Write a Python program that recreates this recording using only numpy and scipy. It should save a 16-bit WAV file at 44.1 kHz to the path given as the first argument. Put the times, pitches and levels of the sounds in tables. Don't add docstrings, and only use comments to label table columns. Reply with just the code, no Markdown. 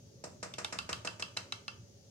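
import sys
import numpy as np
from scipy import signal
from scipy.io import wavfile
from scipy.ndimage import uniform_filter1d

SR = 44100
rng = np.random.default_rng(int(sys.argv[2]) if len(sys.argv) > 2 else 0)


def convert_level_to_amplitude(level_db):
    exponent = np.asarray(level_db, float) / 20
    return 10 ** exponent


def generate_wav(sig):
    pcm = np.round(np.clip(np.atleast_2d(sig).T, -1, 1) * 32767).astype(np.int16)
    wavfile.write(sys.argv[1], SR, pcm)


N = 92610

PECK_STARTS = [0.5378, 0.6454, 0.7869, 0.9287, 1.0726, 1.2232, 1.3707, 1.5221, 1.6795]
# strength_db, board_ring_db, beak_ring_hz, beak_ring_db
PECK_STRENGTHS = [
    (-33, -24, 3580, -6),
    (-23.5, -24, 3650, -6),
    (-22.5, -19.5, 3700, -14),
    (-22, -23, 3100, -15),
    (-25.5, -15, 3990, -25.5),
    (-25.5, -15.5, 4300, -11),
    (-22, -22, 4030, -10),
    (-24.5, -24.5, 3880, -6.5),
    (-30.5, -14.5, 4200, -7),
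]
# low_ring_db, middle_ring_db, tip_near_11_khz_db, tip_near_15_khz_db
PECK_LANDINGS = [
    (-3, -7.5, -1.5, 6),
    (6, -2.5, 7, -10),
    (-1, 0.5, 0, -1),
    (-2.5, -0.5, -0.5, 2),
    (4.5, 3, -1, -7),
    (2, 1, -1, 6),
    (1, -8, -5.5, 6),
    (1.5, -3, -3.5, 3),
    (3.7, 3.7, -3, -11),
]
# frequency_hz, level_db
CLICK_SPECTRUM = [(400, -20.5), (1300, 2), (2200, -14.5), (3300, 13.5), (5000, 1), (6100, 2.5),
                  (11000, -12), (16000, -32)]
# frequency_hz, level_db, t60_s
EDGE_MODES = [(4040, -8.5, 0.0076), (4640, -4, 0.014), (5280, -22, 0.017), (6680, -18, 0.0032),
              (7930, -22.5, 0.014)]
# frequency_hz, level_db, t60_s
LOW_EDGE_MODES = [(750, -3.5, 0.0068), (914, -11.5, 0.023)]
# frequency_hz, level_db, t60_s
MIDDLE_EDGE_MODES = [(1219, -2.5, 0.015), (1399, -10.5, 0.051), (1512, -11.5, 0.042), (1703, -7, 0.028)]
# frequency_hz, level_db, t60_s
INLAND_MODES = [(2876, 8, 0.0065), (2557, 4.5, 0.022), (3104, 8, 0.021), (4837, 12, 0.011),
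                (3307, 8, 0.019)]
# frequency_hz, level_db, t60_s
RIM_MODES = [(3310, -10.5, 0.025), (2152, -5, 0.0088), (5775, -6.5, 0.018)]
# frequency_hz, level_db, t60_s
BOARD_MODES = [(2684, 0, 0.13), (2694.5, 1.5, 0.1)]
# frequency_hz, lead_rad
PECK_PHASE_LEAD = [(500, 0.1), (900, 1.8), (1300, 2.56), (1800, 0.96), (2500, 1.8), (3500, 0.19),
                   (5000, 2.92), (9000, 0.62)]
# frequency_hz, difference_db
PECK_BALANCE = [(200, -5.5), (700, -2), (1400, -4), (2700, -2), (4400, 0), (6500, 7.5), (8100, -4.5),
                (12000, -2)]

KNOCK_STARTS = [0.2386, 0.4276, 0.5823, 0.7244, 0.8907, 1.0479, 1.1959, 1.3664]
# strength_db, boom_db, rattle_db, hardness_near_2_khz_db
KNOCK_STRENGTHS = [
    (-32, -4, -5.5, -7.5),
    (-30, -5, -3.5, -1.5),
    (-30, -5.5, -3.5, .1),
    (-31, -4.5, -2.5, 1),
    (-29, -4.5, -4, 0.4),
    (-33, -1.5, -1.5, -2.5),
    (-31.5, -9, -5, -2),
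    (-28, -12, -10, 2.7),
]
# frequency_hz, level_db, t60_s
TOP_MODES = [(183.3, -3, 0.18), (270, -9, 0.15), (361, 0.5, 0.043), (485, 1.5, 0.11), (645.4, -4.5, 0.081),
             (971, -9, 0.16), (1133, -1, .1), (1262, -4, 0.16), (1314, -5.5, 0.084), (1565, -4.5, 0.12),
             (1846, -14, 0.18), (2300, -30, 0.022), (2694, 7.5, 0.017)]
# frequency_hz, level_db
THUD_SPECTRUM = [(200, -14), (550, -3), (760, -16), (1000, -2), (1400, -3.5), (2600, -12), (3300, -22),
                 (6000, -37.5)]
# frequency_hz, level_db, t60_s
BUMP_MODES = [(630, 1, .022), (1150, -5, .007), (1650, -2, .008), (2500, -8, .01)]
# delay_s, level_db
REFLECTIONS = [
    (0, -2.5),
    (.0085, -15),
    (.013, -10),
    (.0165, -5.5),
    (.021, -13),
    (.031, -4),
]
# frequency_hz, level_db
RATTLE_SPECTRUM = [(300, -31), (1250, -2.5), (2500, -1), (3400, -10.5), (4910, 0.5), (7800, -3.5),
                   (10000, -18), (16000, -48)]
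# frequency_hz, lead_rad
KNOCK_PHASE_LEAD = [(300, 0.05), (600, 1.33), (1300, 0.95), (2500, 1.3), (9000, 1.5)]
# frequency_hz, difference_db
KNOCK_BALANCE = [(200, -1.5), (700, -3), (1400, 3.5), (2700, -3.5), (4400, 3.5), (6500, -4), (8100, -4),
                 (12000, 2)]

# frequency_hz, t60_s
ROOM_DECAY = [(150, 1), (400, 0.49), (1000, 0.33), (2700, 0.36), (5000, 0.28), (9000, 0.33)]
# frequency_hz, likeness
LIKENESS = [(60, 1), (180, 0.91), (550, 0.4), (1650, -0.26), (4970, -0.034), (15000, 0.064)]
# frequency_hz, level_db
AIR_SPECTRUM = [(15, -68), (25, -53), (102, -7), (241, -11), (306, -19.5), (372, -15), (438, -18.5),
                (565, -21), (900, -32), (1170, -80), (1980, -120)]
# time_s, level_db
AIR_SWELL = [(0.0, -57), (0.66, -59.5), (0.69, -77), (0.77, -52), (1.02, -51), (1.04, -75.5), (1.27, -55.5),
             (1.32, -75), (1.838, -51), (1.88, -89), (1.93, -52.5), (2.1, -82.5)]
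# frequency_hz, level_db
HISS_SPECTRUM = [(530, -43), (900, -12.5), (2470, -14), (2960, -10.5), (3430, -11.5), (4920, -5.5),
                 (6640, -2), (7400, -15), (16000, -26)]
# frequency_hz, width_hz, level_db
FAN_LINES = [(100.5, 11, -61.5), (152, 10, -101), (192, 6, -75), (401.9, 60, -70.5), (566.4, 10, -69.5)]
# frequency_hz, difference_db
FLOOR_BALANCE = [(60, 0), (180, -0.5), (550, -1.5), (1650, -0.5), (4970, 4), (15000, -2.5)]


def peck(wood, strength_db, board_db, beak_hz, beak_db, low_db, mid_db, tip_db, top_db):
    t = np.arange(8000) / SR
    grain_db, grain_t60 = -20.5, 0.027
    grain = convert_level_to_amplitude(grain_db - 60 * t[:900] / grain_t60) * varied(wood, 0.4)
    contacts = grain.copy()
    rebound_s, rebound_gain = 0.0033, 0.35
    at = (rng.random((2, 5)) * rebound_s * SR).astype(int) % 400
    np.put_along_axis(contacts, at, rebound_gain * rng.choice([-1., 1.], (2, 5)), 1)
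    contacts[:, 0] = grain[:, 0] = 1

    impulse = np.tile(1. * (t == 0), (2, 1))
    click = colour(impulse, CLICK_SPECTRUM)
    click = colour(click / abs(click).max(), [(8500, 0), (11500, tip_db), (14000, top_db)])
    click = signal.fftconvolve(click, contacts, axes=1)[:, :len(t)]

    groups = [(EDGE_MODES, -8), (LOW_EDGE_MODES, low_db - 7), (MIDDLE_EDGE_MODES, mid_db - 7.5),
              (INLAND_MODES, board_db), (RIM_MODES, beak_db)]
    rings = sum(ring(modes, t, PECK_PHASE_LEAD, lift_db) for modes, lift_db in groups)
    rings = rings * np.minimum(t / 0.0005, 1)
    rings = signal.fftconvolve(rings, grain, axes=1)[:, :len(t)]

    board = sum(convert_level_to_amplitude(board_db + db - 60 * t / t60) * np.sin(2 * np.pi * hz * t) for hz, db, t60 in BOARD_MODES)
    beak_lift_db, beak_t60, beak_lead_rad = 5.5, 0.021, 1.2
    beak_phase = 2 * np.pi * beak_hz * t + [[beak_lead_rad], [0]]
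    beak = convert_level_to_amplitude(beak_db + beak_lift_db - 60 * t / beak_t60) * np.sin(beak_phase)
    hum = (board + beak) * np.minimum(t / 0.0008, 1)
    crack = rings + convert_level_to_amplitude(-1.03) * click
    return convert_level_to_amplitude(strength_db) * crack, convert_level_to_amplitude(strength_db) * hum


def knock(loose, strength_db, boom_db, rattle_db, hard_db):
    t = np.arange(12000) / SR
    push_s = 0.0021
    boom = ring(TOP_MODES, t, KNOCK_PHASE_LEAD) / 3 * np.minimum(t / push_s, 1)
    boom += convert_level_to_amplitude(-14.5) * burst(t, loose[0], THUD_SPECTRUM, hold_s=0.017, t60=0.24)
    early = t[:2000]
    bump = ring(BUMP_MODES, early, KNOCK_PHASE_LEAD) * np.minimum(early / 0.0005, 1)
    for delay_s, echo_db in REFLECTIONS:
        add(boom, delay_s, convert_level_to_amplitude(echo_db) * bump)
    rattle = burst(t, loose[1], RATTLE_SPECTRUM, hold_s=0.007, t60=0.055) / 2
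    sound = convert_level_to_amplitude(strength_db) * (convert_level_to_amplitude(boom_db) * boom + convert_level_to_amplitude(rattle_db) * rattle)
    return colour(sound, [(800, 0), (1300, hard_db), (2800, hard_db), (4200, 0.0065)])


def ring(modes, t, lead, lift_db=0):
    hz, db, t60 = np.transpose(modes)[:, :, None]
    spot_db = 1.3 * rng.standard_normal((2, len(modes), 1))
    alternating = np.pi * np.arange(len(modes))[:, None]
    phase = alternating + np.array([read(lead, hz), 0 * hz])
    envelope = convert_level_to_amplitude(db + lift_db + spot_db - 60 * t / t60)
    return (envelope * np.sin(2 * np.pi * hz * t + phase)).sum(1)


def burst(t, loose, spectrum, hold_s, t60):
    rise_s = 0.00073
    shape = np.minimum(t / rise_s, 1) * convert_level_to_amplitude(-60 * np.maximum(t - hold_s, 0) / t60)
    return shape * evened(colour(varied(loose, 0.3), spectrum))


def varied(shared, new):
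    return np.sqrt(1 - new ** 2) * shared + new * rng.standard_normal(shared.shape)


def room(x):
    taps = np.zeros((2, 22000))
    at = np.arange(0, 21980, 20) + rng.integers(0, 20, (2, 1099))
    np.put_along_axis(taps, at, rng.choice([-1., 1.], at.shape), 1)
    hz, t, z = signal.stft(taps, SR, nperseg=256)
    same = np.clip(read(LIKENESS, hz), 0, 1)[:, None]
    z = np.array([z[0], same * z[0] + np.sqrt(1 - same ** 2) * z[1]])
    decay = convert_level_to_amplitude(-60 * t / read(ROOM_DECAY, hz)[:, None])
    tail = signal.istft(z * decay, SR, nperseg=256)[1]
    delay_s = 0.004
    tail = np.pad(tail, ((0, 0), (int(delay_s * SR), 0)))
    return signal.fftconvolve(x, tail / np.linalg.norm(tail[0]), axes=1)[:, :N]


def floor():
    frames, hz = N // 512 + 5, np.fft.rfftfreq(2048, 1 / SR)
    a, b, c, d, patches = rng.standard_normal((frames, 1025, 5)).T
    patches_db = evened(uniform_filter1d(uniform_filter1d(patches, 14, 0), 6, 1))
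    same = np.clip(read(LIKENESS, hz), -1, 1)[:, None]
    left = a + 1j * b
    right = same * left + np.sqrt(1 - same ** 2) * (c + 1j * d)
    z = np.array([left, right]) * convert_level_to_amplitude(patches_db)

    swell_db = np.interp(np.arange(frames) * 512 / SR, *np.transpose(AIR_SWELL))
    low = 1 / (1 + (hz[:, None] / 150) ** 4)
    air_db = 1.36 + swell_db.mean() + low * (swell_db - swell_db.mean())
    hiss_db, hiss_top_hz = -65.5, 21000
    layers = [(air_db, convert_level_to_amplitude(read(AIR_SPECTRUM, hz))),
              (hiss_db, convert_level_to_amplitude(read(HISS_SPECTRUM, hz)) * (hz < hiss_top_hz))]
    for line_hz, width_hz, db in FAN_LINES:
        layers.append((db, 1 / (1 + (2 * (hz - line_hz) / width_hz) ** 2)))
    power = sum((convert_level_to_amplitude(db) * evened(shape)[:, None]) ** 2 for db, shape in layers)
    noise = signal.istft(z * np.sqrt(power), nperseg=2048, noverlap=1536)[1][:, :N]
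    return sides(evened(noise) * np.sqrt(power.mean()), FLOOR_BALANCE)


def evened(x):
    return x / np.sqrt(np.mean(x ** 2) + 1e-20)


def read(points, hz):
    f, value = np.transpose(points)
    return np.interp(np.log(hz + 1), np.log(f + 1), value)


def add(mix, start_s, sound):
    part = mix[:, round(start_s * SR):][:, :sound.shape[1]]
    part += sound[:, :part.shape[1]]


def colour(x, points, scale=1):
    db = scale * read(points, abs(np.fft.fftfreq(2048, 1 / SR)))
    log_gain = np.log(convert_level_to_amplitude(np.maximum(db, -100)))
    taps = np.fft.ifft(np.exp(np.conj(signal.hilbert(log_gain)))).real[:1024]
    taps = taps.reshape((1,) * (x.ndim - 1) + (-1,))
    return signal.oaconvolve(x, taps, axes=-1)[..., :x.shape[-1]]


def sides(x, points):
    return np.array([colour(x[0], points, 0.4), colour(x[1], points, -0.6)])


def scene():
    bird, board, table = np.zeros((3, 2, N))
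    wood = rng.standard_normal((2, 900))
    loose = rng.standard_normal((2, 2, 12000))
    lag_s = 0.0008
    for start_s, strength, landing in zip(PECK_STARTS, PECK_STRENGTHS, PECK_LANDINGS):
        crack, hum = peck(wood, *strength, *landing)
        add(bird, start_s + lag_s, crack)
        add(board, start_s + lag_s, hum)
    for start_s, strength in zip(KNOCK_STARTS, KNOCK_STRENGTHS):
        add(table, start_s, knock(loose, *strength))
    bird, board = sides(bird, PECK_BALANCE), sides(board, PECK_BALANCE)
    table = sides(table, KNOCK_BALANCE)
    wet = convert_level_to_amplitude(-6) * room(bird + 0.2 * board)
    wet += convert_level_to_amplitude(-4.5) * room(table)
    return bird + board + table + wet + floor()


def band_limit(x):
    return signal.sosfilt(signal.butter(12, 16610, fs=SR, output="sos"), x)


def record(dry):
    low_pass = signal.cheby2(12, 60, 16900, fs=SR, output="sos")
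    limited = signal.sosfilt(low_pass, dry)
    return band_limit(limited)


dry = scene()
out = record(dry)
generate_wav(out)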